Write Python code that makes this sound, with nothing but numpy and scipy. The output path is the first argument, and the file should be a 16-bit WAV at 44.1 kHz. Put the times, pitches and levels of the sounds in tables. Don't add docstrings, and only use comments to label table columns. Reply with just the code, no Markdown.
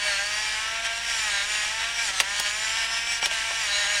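import sys
import numpy as np
from scipy import signal
from scipy.fft import rfft, irfft
from scipy.io import wavfile
from scipy.ndimage import uniform_filter1d

SR = 44100
rng = np.random.default_rng(int(sys.argv[2]) if len(sys.argv) > 2 else 0)


def unload_audio(sound):
    columns = np.transpose(np.atleast_2d(sound))
    steps = np.round(np.clip(columns, -1, 1) * 32767)
    wavfile.write(sys.argv[1], SR, steps.astype(np.int16))


N = 176400
T = np.arange(N) / SR
PINION_TEETH, TREBLE_FROM_HZ = 11, 3700

# pitch_hz, level_db
HUM_PARTIALS = [(50, -55.3), (100, -63.5), (200, -69)]
# frequency_hz, relative_db
RUMBLE_SPECTRUM = [(10, -10.5), (28, -3), (50, -7), (75, -10), (140, -13), (300, -16), (1000, -15.5),
                   (8000, -39)]
# start_s, length_s, level_db
SQUEAKS = [(.84, .04, -38), (1.08, .09, -39), (1.94, .11, -35), (3.07, .11, -33.5), (3.218, .02, -32),
           (3.235, .021, -25.5)]
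# pitch_hz, relative_db
BURR_MODES = [(2325, 2), (5550, 1), (7750, -7)]
# start_s, level_db
TICKS = [(2.202, -22), (2.398, -22), (3.259, -33), (3.643, -40)]
# frequency_hz, relative_db
TICK_SPECTRUM = [(2000, -12), (4000, 2), (6500, 2), (10000, -1), (16000, -11)]
# start_s, level_db, decay_s, tilt_db_per_octave, relative_thump_db
CRACKS = [(.856, -30, .008, 0, -16), (2.086, -28, .009, -1, -9), (2.102, -34, .005, -3, 0),
          (2.2012, -8.5, .003, 1.5, -20), (2.2042, -10, .0032, 1.5, -18), (2.213, -24, .004, 0, -15),
          (2.398, -20, .003, 4, -12), (3.228, -18, .0025, -2, -10), (3.2562, -18, .002, 3, -20),
          (3.2582, -16.5, .005, 4, -14), (3.312, -23, .003, -3, -9), (3.508, -25, .003, -2, -9),
          (3.84, -25, .003, -3, -9)]
# frequency_hz, relative_db
THUMP_SPECTRUM = [(60, -26), (170, -4), (260, -1.5), (500, 8), (900, 12), (1500, 8.5), (3000, -56)]
# frequency_hz, relative_db
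HOUSING_SPECTRUM = [(100, -33), (330, -48.5), (470, -23.5), (570, -21.5), (720, -12.5), (1030, -10.5),
                    (1200, -13.5), (1430, -11.5), (1600, -2), (1900, -2), (2130, -7.5), (2330, -4.5),
                    (3000, -1.5), (3600, -5.5), (4200, -10), (4800, -10), (5650, -15), (6400, -12.5),
                    (7100, -18.5), (8200, -16.5), (9300, -20), (10800, -24), (11700, -36), (12800, -32),
                    (13800, -46), (16000, -44)]
# pitch_hz, bandwidth_hz, relative_db
HOUSING_MODES = [(2320, 70, -16), (5570, 170, -14), (5930, 80, -19)]
# pitch_hz, gain_db
HOUSING_TONE_GAIN = [(200, -52), (420, -29.5), (520, -26), (595, -18.5), (680, -11.5), (900, -11.5),
                     (1150, -14.5), (1320, -6.5), (1470, -16), (1630, -5.5), (2020, -8), (2140, -12.5),
                     (2290, -7.5), (2900, -8), (3500, -16.5), (4000, -14.5), (4530, -18.5), (4850, -14.5),
                     (5600, -13.5), (6200, -26.5), (6900, -15.5), (7600, -17.5), (9300, -22), (11000, -40)]
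# time_s, middle_db, treble_db
GEAR_LEVELS = [(0.0, -29, -33), (0.07, -23.5, -28), (0.22, -28, -31.5), (0.51, -27, -30.5),
               (0.8, -27.5, -35), (0.82, -30.5, -36), (0.859, -24, -29), (0.88, -27.5, -35.5),
               (0.97, -29.5, -32.5), (1.01, -30, -36), (1.11, -26, -29), (1.39, -25.5, -29),
               (1.46, -29, -31.5), (1.54, -26, -29), (1.76, -28, -32), (1.84, -24.5, -31.5),
               (1.93, -30.5, -35), (1.989, -26, -30), (2.09, -27, -28), (2.12, -32, -33),
               (2.19, -28, -27.5), (2.209, -47, -22), (2.22, -33, -50), (2.24, -30, -34.5),
               (2.39, -26, -28.5), (2.42, -28.5, -31.5), (2.47, -25.5, -28.5), (2.52, -29, -31.5),
               (2.85, -24, -30), (2.87, -27.5, -34), (2.95, -25.5, -31), (3.06, -29, -35),
               (3.12, -26.5, -29), (3.19, -31, -32.5), (3.21, -29.5, -40), (3.23, -30, -31),
               (3.25, -28, -28.5), (3.29, -33, -38), (3.319, -24, -29), (3.43, -27.5, -31.5),
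               (3.83, -25, -28.5), (3.88, -25.5, -31.5), (3.97, -24.5, -27), (4.0, -29, -28.5)]
# time_s, second_db, third_db
SINGING_LEVELS = [(0, -37, -48), (.07, -33, -40), (.2, -36, -40), (.3, -37, -47), (.55, -42, -50),
                  (.75, -55, -56), (1.05, -55, -56), (1.16, -48, -42), (1.23, -47, -36), (1.3, -43, -42),
                  (1.38, -37, -43), (1.46, -50, -44), (1.53, -43, -37), (1.63, -45, -39), (1.75, -54, -54),
                  (1.95, -55, -54), (2.05, -42, -35), (2.12, -50, -48), (2.19, -37, -35), (2.25, -56, -52),
                  (2.36, -43, -42), (2.47, -36, -38), (2.55, -50, -40), (2.68, -52, -40), (2.85, -48, -45),
                  (3.12, -46, -48), (3.5, -56, -54), (3.62, -39, -41), (3.8, -38, -36), (3.94, -39, -34),
                  (4, -38, -37)]
# tooth_harmonic, relative_db
SINGING_OVERTONES = [(4, -13), (5, -26)]
# tooth_harmonic, lift_db
MESH_LIFTS = [(2, 2.5), (3, 4.5), (4, 4.5)]
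# shaft_order, start_s, length_s, lift_db
ORDER_SWELLS = [(3, 0, .28, 5), (23, .2, .45, 6), (3, .66, .38, 5), (19, 1.28, .2, 9), (20, 1.28, .18, 10),
                (23, 2.55, .7, 10), (3, 3.64, .4, 7), (19, 3.64, .4, 9), (20, 3.64, .4, 12)]
# time_s, speed_turns_per_s
SHAFT_SPEED = [(0.0, 205.0), (0.06, 207.0), (0.16, 196.0), (0.29, 207.7), (0.45, 214.9), (0.51, 213.3),
               (0.81, 228.1), (0.87, 226.8), (1.06, 232.0), (1.12, 229.0), (1.27, 211.0), (1.33, 200.8),
               (1.41, 199.2), (1.51, 212.2), (1.64, 209.5), (1.76, 222.4), (1.95, 233.4), (2.04, 228.9),
               (2.09, 197.7), (2.12, 188.5), (2.16, 190), (2.2, 184), (2.24, 192), (2.27, 198.3),
               (2.35, 205.0), (2.5, 205.9), (2.55, 212.7), (2.79, 226.5), (2.87, 225.1), (3.1, 233.2),
               (3.16, 229.5), (3.22, 234.1), (3.4, 221.5), (3.46, 225.6), (3.6, 225.4), (3.68, 202.2),
               (3.82, 205.0), (3.85, 199.3), (3.93, 208.0), (4.0, 199.3)]


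def amp(db):
    return 10 ** (np.asarray(db) / 20)


def unit(x):
    return x / np.sqrt(np.mean(x ** 2) + 1e-20)


def response_db(spectrum, hz):
    frequencies, db = np.transpose(spectrum)
    return np.interp(np.log(hz + 1), np.log(frequencies), db)


def add(mix, start_s, sound):
    part = mix[round(start_s * SR):][:len(sound)]
    part += sound[:len(part)]


def drift(rate_hz):
    hz = np.fft.rfftfreq(N, 1 / SR)
    return unit(irfft(rfft(rng.standard_normal(N)) / (1 + (hz / rate_hz) ** 2), N))


def colour(x, spectrum, tilt_db=0, size=4096):
    hz = np.fft.rfftfreq(size, 1 / SR)
    log_gain = np.log(amp(response_db(spectrum, hz) + tilt_db * np.log2(1 + hz / 1000)))
    log_response = np.conj(signal.hilbert(np.r_[log_gain, log_gain[-2:0:-1]]))
    taps = np.fft.ifft(np.exp(log_response)).real[:size // 2]
    return signal.fftconvolve(x, taps / np.linalg.norm(taps))[:len(x)]


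def hum_and_rumble():
    hum = sum(amp(db) * np.sqrt(2) * np.sin(2 * np.pi * (hz * T + rng.random()))
              for hz, db in HUM_PARTIALS)
    return hum + amp(-52) * colour(rng.standard_normal(N), RUMBLE_SPECTRUM)


def reflections(x, t60_s):
    t = T[:SR // 2]
    taps = rng.standard_normal(len(t)) * (rng.random(len(t)) < .1) * (t > .001) * amp(-60 * t / t60_s)
    return signal.fftconvolve(x, taps / np.linalg.norm(taps))[:N]


def grain_squeaks(pitch_wobble=.015):
    ring = sum(amp(db) * np.sin(2 * np.pi * np.cumsum(hz * (1 + pitch_wobble * drift(430))) / SR)
               for hz, db in BURR_MODES)
    pressure = np.zeros(N)
    for start, length, db in SQUEAKS:
        add(pressure, start, amp(db) * signal.windows.tukey(round(length * SR)))
    scrape = amp(-6) * colour(rng.standard_normal(N), HOUSING_SPECTRUM)
    return pressure * (ring + scrape)


def grain_ticks(decay_s=.0045):
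    out, t = np.zeros(N), T[:SR // 20]
    for start, db in TICKS:
        burst = rng.standard_normal(len(t)) * np.exp(-t / decay_s)
        add(out, start, amp(db) * colour(burst, TICK_SPECTRUM))
    return out


def grain_cracks(rise_s=.00018, thump_decay_s=.01):
    out, t = np.zeros(N), T[:SR // 5]
    for start, db, decay, tilt_db, thump_db in CRACKS:
        snap, knock = rng.standard_normal((2, len(t))) * np.minimum(t / rise_s, 1)
        burst = colour(snap * np.exp(-t / decay), HOUSING_SPECTRUM, tilt_db)
        thump = colour(knock * np.exp(-t / thump_decay_s), THUMP_SPECTRUM)
        add(out, start, amp(db) * (burst + amp(thump_db) * thump))
    return out


def housing_ring(speed, middle_db, treble_db):
    out = np.zeros(N)
    for hz, width, db in HOUSING_MODES:
        ring = signal.lfilter(*signal.iirpeak(hz, hz / width, fs=SR), rng.standard_normal(N))
        flare_db = .14 * (speed - speed.mean()) + 2.5 * np.tanh(drift(5))
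        band_db = middle_db if hz < TREBLE_FROM_HZ else treble_db
        out += amp(db + flare_db + band_db) * unit(ring)
    return out


def gear_chatter(turns, middle_db, treble_db, jitter_teeth=.12, spread_db=4, grit_per_s=50):
    tooth = np.floor(np.maximum.accumulate(PINION_TEETH * turns + jitter_teeth * drift(900)))
    contacts = np.diff(tooth, prepend=tooth[0]) > 0
    strikes = contacts * amp(spread_db * rng.standard_normal(N)) * rng.choice([-1, 1], N)
    pressure = np.exp(.15 * np.cos(2 * np.pi * turns) + .09 * np.cos(4 * np.pi * turns))
    pressure *= amp(1.2 * np.tanh(drift(70)))
    rub = .7 * rng.standard_normal(N)
    teeth = colour(unit(pressure * (unit(strikes) + rub)), HOUSING_SPECTRUM)
    grit_hits = rng.random(N) < grit_per_s / SR
    impulses = unit(grit_hits * amp(2.4 * np.minimum(rng.exponential(1, N), 3)))
    grit = colour(impulses, HOUSING_SPECTRUM, tilt_db=7.5) + amp(-28) * colour(impulses, THUMP_SPECTRUM)
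    sound = teeth + amp(-18.7) * grit
    middle = signal.sosfiltfilt(signal.butter(3, TREBLE_FROM_HZ, fs=SR, output="sos"), sound)
    return middle * amp(middle_db) + (sound - middle) * amp(treble_db)


def gear_singing(turns, judder_teeth=.027, judder_db=5, judder_hz=60, wobble_teeth=.03):
    times, *levels = np.transpose(SINGING_LEVELS)
    second_db, third_db = (np.interp(T, times, db) for db in levels)
    phase = PINION_TEETH * turns + judder_teeth * drift(judder_hz)
    phase += wobble_teeth * np.sin(2 * np.pi * turns)
    tones = [(2, second_db), (3, third_db)] + [(k, third_db + db) for k, db in SINGING_OVERTONES]
    out = np.zeros(N)
    for harmonic, db in tones:
        gain = amp(db + judder_db * np.tanh(drift(judder_hz)))
        out += gain * np.sin(2 * np.pi * (harmonic * phase + rng.random()))
    return out


def order_swell_db(order, speed):
    db = np.interp(speed, [203, 228], [5, 1.5]) * (7 <= order <= 11)
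    for swelling_order, start, length, lift_db in ORDER_SWELLS:
        if swelling_order == order:
            add(db, start, lift_db * signal.windows.tukey(round(length * SR)))
    return db


def motor_whine(speed, turns, middle_db, treble_db, sideband_share=.55, waver_db=2.4):
    falter_turns = np.interp(speed, [189, 197], [.045, .0026])
    shaft_phase = turns + falter_turns * drift(27)
    strain_db = .6 * (treble_db - treble_db.mean())
    out = np.zeros(N)
    for order in range(2, 49):
        mean_hz = order * speed.mean()
        band_db = middle_db if mean_hz < TREBLE_FROM_HZ else treble_db
        follow = np.interp(mean_hz, [1100, 1650], [.15, 1])
        load_db = band_db.mean() + follow * (band_db - band_db.mean())
        mesh_db = sum((db + strain_db) * sideband_share ** abs(order - harmonic * PINION_TEETH)
                      for harmonic, db in MESH_LIFTS)
        housing_db = response_db(HOUSING_TONE_GAIN, order * speed)
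        level_db = housing_db + mesh_db + order_swell_db(order, speed) + load_db
        blur = np.interp(mean_hz, [3000, 7000], [0, .25]) * drift(50)
        scatter = .22 * rng.standard_normal()
        phase = order * shaft_phase + blur + scatter
        out += amp(level_db + waver_db * drift(12)) * np.cos(2 * np.pi * phase)
    return out


def scene():
    speed = uniform_filter1d(np.interp(T, *np.transpose(SHAFT_SPEED)), size=1200)
    turns = np.cumsum(speed) / SR
    times, *levels = np.transpose(GEAR_LEVELS)
    middle_db, treble_db = (np.interp(T, times, db) for db in levels)
    treble_db += 4
    grinder = amp(-7) * motor_whine(speed, turns, middle_db, treble_db)
    grinder += amp(-4.7) * gear_chatter(turns, middle_db, treble_db)
    grinder += housing_ring(speed, middle_db, treble_db)
    grinder += grain_cracks() + grain_ticks() + grain_squeaks()
    grinder += amp(1) * gear_singing(turns)
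    return (grinder + amp(-9.5) * reflections(grinder, t60_s=.13) + hum_and_rumble())[None]


def record(dry, ceiling=.7, cutoff_hz=15900):
    limited = dry / (1 + (dry / ceiling) ** 6) ** (1 / 6)
    lowpass = signal.firwin(511, cutoff_hz, window=("kaiser", 9), fs=SR)
    return signal.oaconvolve(limited, lowpass[None], "same")


dry = scene()
out = record(dry)
unload_audio(out)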